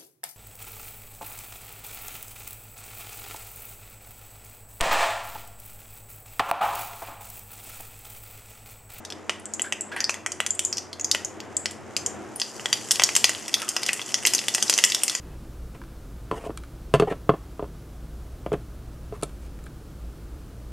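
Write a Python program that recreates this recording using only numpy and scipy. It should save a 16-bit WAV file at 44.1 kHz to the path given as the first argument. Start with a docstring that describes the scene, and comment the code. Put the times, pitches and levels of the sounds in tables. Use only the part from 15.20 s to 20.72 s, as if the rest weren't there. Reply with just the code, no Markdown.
"""Short hollow clatter, light metallic clicks and scrapes over a low hum, close and nearly mono.
Metal tweezers are fetched from a plastic tray, knock against it and pick up a thin metal strip.
Each knock or click is an impulse into decaying modes; each scrape is a train of tiny slips.
Filtered noise makes the rumble and hum of the small workshop, and a noise echo its reverberation."""
import sys
import numpy as np
from scipy import signal
from scipy.fft import rfft, irfft
from scipy.io import wavfile

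SR = 44100
rng = np.random.default_rng(int(sys.argv[2]) if len(sys.argv) > 2 else 0)


def put_to_file(sound):
    """Save the sound as 16-bit audio at rate SR, in the file named by the first command-line argument."""
    columns = np.atleast_2d(sound).T  # one column per channel
    safe = np.clip(columns, -1, 1)
    whole_steps = np.round(safe * 32767)
    wavfile.write(sys.argv[1], SR, whole_steps.astype(np.int16))


N = 243431  # samples in the scene

# mean modes of the tray and what lies on it: pitch_hz, relative level_db, t60_s
TRAY_MODES = [(340.3, -3, 0.07), (412, 1.5, 0.043), (423, -4, 0.049), (531, -3.5, 0.046),
              (570.4, 2.5, 0.035), (673, -2.5, 0.047), (774, -3.5, 0.045), (940, -0.5, 0.02),
              (1068, 1, 0.016), (1157, -3, 0.021), (1230, -18, 0.026), (1754, 6, 0.026), (2007, 0, 0.033),
              (2280, -29, 0.028), (2660, 8, 0.026), (2730, -9, 0.055), (3400, -18, 0.047),
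              (3360, -5.5, 0.065), (4430, 6, 0.045), (6240, 1, 0.037), (8080, 5.5, 0.029),
              (8450, -18, .035), (10600, -23, 0.04)]
# mean modes of the tweezers and strip: pitch_hz, relative level_db, t60_s
STEEL_MODES = [(1080, -7, 0.015), (1270, -7, 0.029), (2314, -1.5, 0.044), (2520, -12, 0.022),
               (3260, -4, 0.027), (3800, -12, 0.09), (7400, 1, 0.0051), (8500, 6, 0.0057), (8920, 7, 0.014),
               (9170, -1, 0.016), (11300, 10, 0.0053)]


def amp(db):
    """A level in decibels is twenty times the logarithm of the amplitude ratio returned here."""
    return 10 ** (np.asarray(db) / 20)


def evened(x):
    """The root mean square measures a sound's strength; here it is brought to 1."""
    return x / np.sqrt(np.mean(x ** 2) + 1e-20)


def read(points, hz):
    """Hearing is nearly logarithmic in pitch, so a table is interpolated over log frequency."""
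    f, value = np.transpose(points)
    return np.interp(np.log(hz + 1), np.log(f + 1), value)


def add(mix, start_s, sound):
    """Superposition: sounds that overlap in time simply add."""
    part = mix[max(round(start_s * SR), 0):][:len(sound)]
    part += sound[:len(part)]


def band(x, edges_hz):
    """A causal band-pass keeps one range of frequencies and never sounds before its input."""
    edges_hz = np.clip(edges_hz, 20, SR / 2 - 100)
    sos = signal.butter(3, edges_hz, "band", fs=SR, output="sos")
    return signal.sosfilt(sos, x)


def coloured(x, points):
    """Spectral shaping: each frequency is weighted by a table in dB, then the rms is set to 1."""
    gain = amp(read(points, np.fft.rfftfreq(len(x), 1 / SR)))
    return evened(irfft(rfft(x) * gain, len(x)))


def decay_db(t, t60):
    """Exponential decay: the level falls in a straight line, 60 dB in one t60."""
    return -60 * t / t60


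def ringing(modes, dense_db, dense_t60, spot_hz=1000, spot_db=0, scatter_db=2.5, detune_hz=12):
    """Modal response to an impulse: clear decaying modes, and a noise crack of modes too dense to part."""
    t = np.arange(SR // 5) / SR
    hz, db, t60 = np.transpose(modes)[:, :, None]
    hz = hz + detune_hz * rng.standard_normal(hz.shape)  # each contact loads the body a little differently
    favoured = np.exp(-(np.log(hz / spot_hz) / 0.088) ** 2)  # modes near the pitch of the touched spot
    db = db + scatter_db * rng.standard_normal(hz.shape) + spot_db * favoured
    clear = (amp(db + decay_db(t, t60)) * np.cos(2 * np.pi * hz * t)).sum(0)
    dense = amp(dense_db + decay_db(t, dense_t60)) * rng.standard_normal(len(t))
    return clear + dense


def range_levels(ranges, shares_db, strength_db, hardness, spot_hz=0):
    """Contact stiffness: a harder contact tilts the ranges to the treble, and the spot lifts its own."""
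    low, high = np.transpose(ranges)
    octaves = np.log2(np.sqrt(low * high / (low[0] * high[0])))  # between centres, from the lowest range
    spot_lift_db = 6 * ((low < spot_hz) & (spot_hz < high))
    return strength_db + np.array(shares_db) + hardness * octaves + spot_lift_db


def contact(ring, ranges, levels_db):
    """Impact excitation: hardness and place of contact set how strongly each range answers."""
    first = round(.006 * SR)  # the levels hold for the first 6 ms
    parts = [band(ring, edges_hz) for edges_hz in ranges]
    return sum(amp(db) * part / np.std(part[:first]) for part, db in zip(parts, levels_db))


def workshop(floor_db=-41.5, hiss_db=-66.5):
    """Filtered noise: rumble and a wavering hum, common to both sides, and a faint hiss in each."""
    # spectrum of the quiet room: pitch_hz, relative level_db (per Hz)
    floor = [(11, -42), (18, -5.5), (59, -2.5), (72, -5.5), (88, -12), (120, -10), (225, -17.5),
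             (344, -16.5), (374, -20.5), (589, -25.5), (927, -32), (1420, -32.5), (1880, -39.5),
             (11600, -46.5), (15800, -50)]
    # hum and murmuring resonances: pitch_hz, width_hz (at half amplitude), level_db (rms)
    hum = [(57.04, 6.8, -44.5), (118.2, 4.1, -53.5), (155.9, 3.9, -58.5), (1230, 110, -72.5)]
    hz = np.fft.rfftfreq(N, 1 / SR)
    air = amp(floor_db) * coloured(rng.standard_normal(N), floor)
    for centre_hz, width_hz, db in hum:
        resonance = 1 / (1 + (2 * (hz - centre_hz) / width_hz) ** 2)
        murmur = irfft(rfft(rng.standard_normal(N)) * resonance, N)
        air += amp(db) * evened(murmur)
    return air + amp(hiss_db) * rng.standard_normal((2, N))


def room(x, early_db=-11, early_t60=0.073, late_db=-20):
    """Reverberation: quick reflections from bench and body, then the faint tail of a small room."""
    # decay of the tail: pitch_hz, t60_s
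    tail_t60 = [(120, 0.4), (500, 0.19), (2000, 0.33), (6000, 0.37), (14000, 0.042)]
    t = np.arange(SR // 2) / SR
    # sparse reflections of random sign, 3000 per second on average
    taps = rng.choice([-1., 1.], len(t)) * (rng.random(len(t)) < 3000 / SR) * (t > .004)
    hz, at, z = signal.stft(taps, SR, nperseg=256)
    fading = z * amp(decay_db(at, read(tail_t60, hz)[:, None]))
    late = signal.istft(fading, SR, nperseg=256)[1][:len(t)]
    early = rng.standard_normal(len(t)) * (t > .003) * amp(decay_db(t, early_t60))
    echo = amp(early_db) * early / np.linalg.norm(early) + amp(late_db) * late / np.linalg.norm(late)
    return signal.fftconvolve(x, echo)[:N]


def scrapes(slips_per_s=5000, uneven_db=3):
    """Stick-slip friction: tiny impulses of sliding steel ring tray and steel and hiss at the contact."""
    # strokes: start_s, length_s, strength_db, hardness_db_per_octave, favoured pitch_hz of the rubbed spot
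    strokes = [(0, .19, -60.5, -3, 2580), (.541, 0.018, -50.5, -2, 2480), (1.124, 0.033, -48.5, -0.5, 970),
               (1.148, 0.049, -48, 0.7, 850), (1.182, .091, -54, .5, 613), (1.241, 0.041, -48.5, .6, 696),
               (1.868, 0.024, -34, -5.5, 413), (1.891, 0.04, -38, -2.5, 2520),
               (3.326, .0194, -33, -2.2, 415), (3.931, 0.04, -56, 0.7, 1140),
               (4.203, .083, -70.5, 4.5, 620)]
    # edges of the tray, steel and hiss ranges: low_hz, high_hz
    ranges = [(300, 1300), (1550, 3050), (4000, 12000)]
    # share of an ordinary stroke in tray, steel and hiss: level_db
    shares_db = [0.5, -6.5, -9]
    # colour of steel sliding on plastic: pitch_hz, relative level_db
    hiss_colour = [(2000, -7), (4000, -7), (5500, -7), (8500, -3), (11500, -13), (13500, -18), (16000, -32)]
    out = np.zeros(N)
    for start_s, length_s, strength_db, hardness, spot_hz in strokes:
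        tray_db, steel_db, hiss_db = range_levels(ranges, shares_db, strength_db, hardness, spot_hz)
        n = int(length_s * SR)
        sizes = rng.standard_normal(n) * amp(uneven_db * rng.standard_normal(n))
        slips = sizes * (rng.random(n) < slips_per_s / SR)
        slips = np.pad(slips * signal.windows.tukey(n, .6), (0, SR // 10))  # silence lets the ring fade
        tray = ringing(TRAY_MODES, dense_db=25.5, dense_t60=0.018, spot_hz=spot_hz, spot_db=22.0)
        steel = ringing(STEEL_MODES, dense_db=38, dense_t60=0.029)
        for ring, edges_hz, db in (tray, ranges[0], tray_db), (steel, ranges[1], steel_db):
            part = signal.fftconvolve(slips, band(ring, edges_hz))[:len(slips)]
            add(out, start_s, amp(db) * part / np.std(part[:n]))
        hiss = coloured(slips, hiss_colour)
        add(out, start_s, amp(hiss_db) * hiss / np.std(hiss[:n]))
    return out


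def clicks():
    """Damped modes: tips and strip snap together, and the fingers damp the steel quickly."""
    # light clicks of steel and strip: start_s, strength_db, hardness_db_per_octave
    click_table = [(0.616, -41, -12), (0.637, -49, -6.5), (1.3743, -39, -0.5), (1.436, -44.5, -5),
                   (4.0135, -54, -0.5), (4.0251, -41, -0.5), (4.0333, -39.5, 4), (4.094, -54, -2.5),
                   (4.389, -53, -4), (4.44, -61, 2.5), (4.461, -65, 3), (4.466, -43, -6.5)]
    # edges of the clack, ring and tick ranges of the steel: low_hz, high_hz
    ranges = [(950, 1740), (2300, 5100), (6700, 10600)]
    # share of an ordinary click in clack, ring and tick: level_db
    shares_db = [-1.5, -2.5, 0]
    out = np.zeros(N)
    for start_s, strength_db, hardness in click_table:
        levels_db = range_levels(ranges, shares_db, strength_db, hardness)
        ring = ringing(STEEL_MODES, dense_db=15.5, dense_t60=0.014)
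        add(out, start_s, contact(ring, ranges, levels_db))
    return out


def knocks(thud_growth=1.307):
    """Impact on a body: the tweezers hit the tray and bounce; a heavy knock also pushes the whole tray."""
    # knocks: start_s, strength_db, hardness_db_per_octave, favoured pitch_hz of the struck spot
    knock_table = [(1.113, -25.5, 1.53, 1050), (1.124, -31.5, -6, 343), (1.138, -39, -1, 600),
                   (1.2393, -40.5, 0, 673), (1.2645, -36, -7, 676), (1.295, -33, -5, 340),
                   (1.304, -40, 0, 920), (1.739, -17, 3.5, 440), (1.747, -21.5, 2.5, 674),
                   (1.7558, -42, 7, 430), (1.7981, -20, 3.5, 422), (1.811, -31, -0.5, 404),
                   (1.8221, -20.5, -.5, 425), (1.834, -29.5, -1.5, 412), (1.912, -29, -15, 400),
                   (1.923, -30, 0.5, 470), (2.0921, -11.5, -1.53, 1070), (2.138, -32, -1.5, 453),
                   (2.1442, -40, -.5, 523), (2.394, -28.5, -3, 1020), (2.425, -31.5, -2.6, 580),
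                   (2.442, -39.5, -1, 950), (3.2625, -30.5, 0.8, 500), (3.3185, -27, -1.1, 434),
                   (3.337, -24.5, -3, 450), (3.343, -39, 0.5, 420), (3.924, -37, -1.5, 450),
                   (4.029, -29.5, 2, 397)]
    # edges of the body, clack, ring and tick ranges: low_hz, high_hz
    ranges = [(230, 680), (850, 1400), (2100, 3400), (4100, 11000)]
    # share of an ordinary knock in body, clack, ring and tick: level_db
    shares_db = [-0.5, -6, -16.5, -30.5]
    # the tray bounces on the bench as a whole: pitch_hz, relative level_db, t60_s
    thud_modes = [(145, -3.5, 0.13), (169.4, -7.5, 0.11)]
    out, t = np.zeros(N), np.arange(SR // 5) / SR
    thud = sum(amp(db + decay_db(t, t60)) * np.sin(2 * np.pi * hz * t) for hz, db, t60 in thud_modes)
    for start_s, strength_db, hardness, spot_hz in knock_table:
        levels_db = range_levels(ranges, shares_db, strength_db, hardness, spot_hz)
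        ring = ringing(TRAY_MODES, dense_db=15.5, dense_t60=0.041, spot_hz=spot_hz, spot_db=10.5)
        # dB of thud per dB of body above 1: the thud gains on the body as knocks grow heavier
        push = amp(thud_growth * levels_db[0]) * thud
        add(out, start_s, -push - contact(ring, ranges, levels_db))
    return out


def scene(side_db=-35, click_echo_db=-3):
    """Direct and reverberant sound add; clicks are drier, and only a trace of echo differs by side."""
    on_tray, steel = knocks() + scrapes(), clicks()
    sent = on_tray + amp(click_echo_db) * steel
    side = amp(side_db) * room(sent) * np.array([[1], [-1]])  # opposite sign left and right
    return on_tray + steel + room(sent) + side + workshop()


def record(dry, edge_hz=15850):
    """Saturation and band limit: the input rounds off the highest peaks, then a low-pass follows."""
    rounded = dry / (1 + (dry / .9) ** 6) ** (1 / 6)
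    low_pass = signal.firwin(511, edge_hz, window=("kaiser", 9), fs=SR)
    return signal.oaconvolve(rounded, low_pass[None], "same")


dry = scene()
out = record(dry)
put_to_file(out)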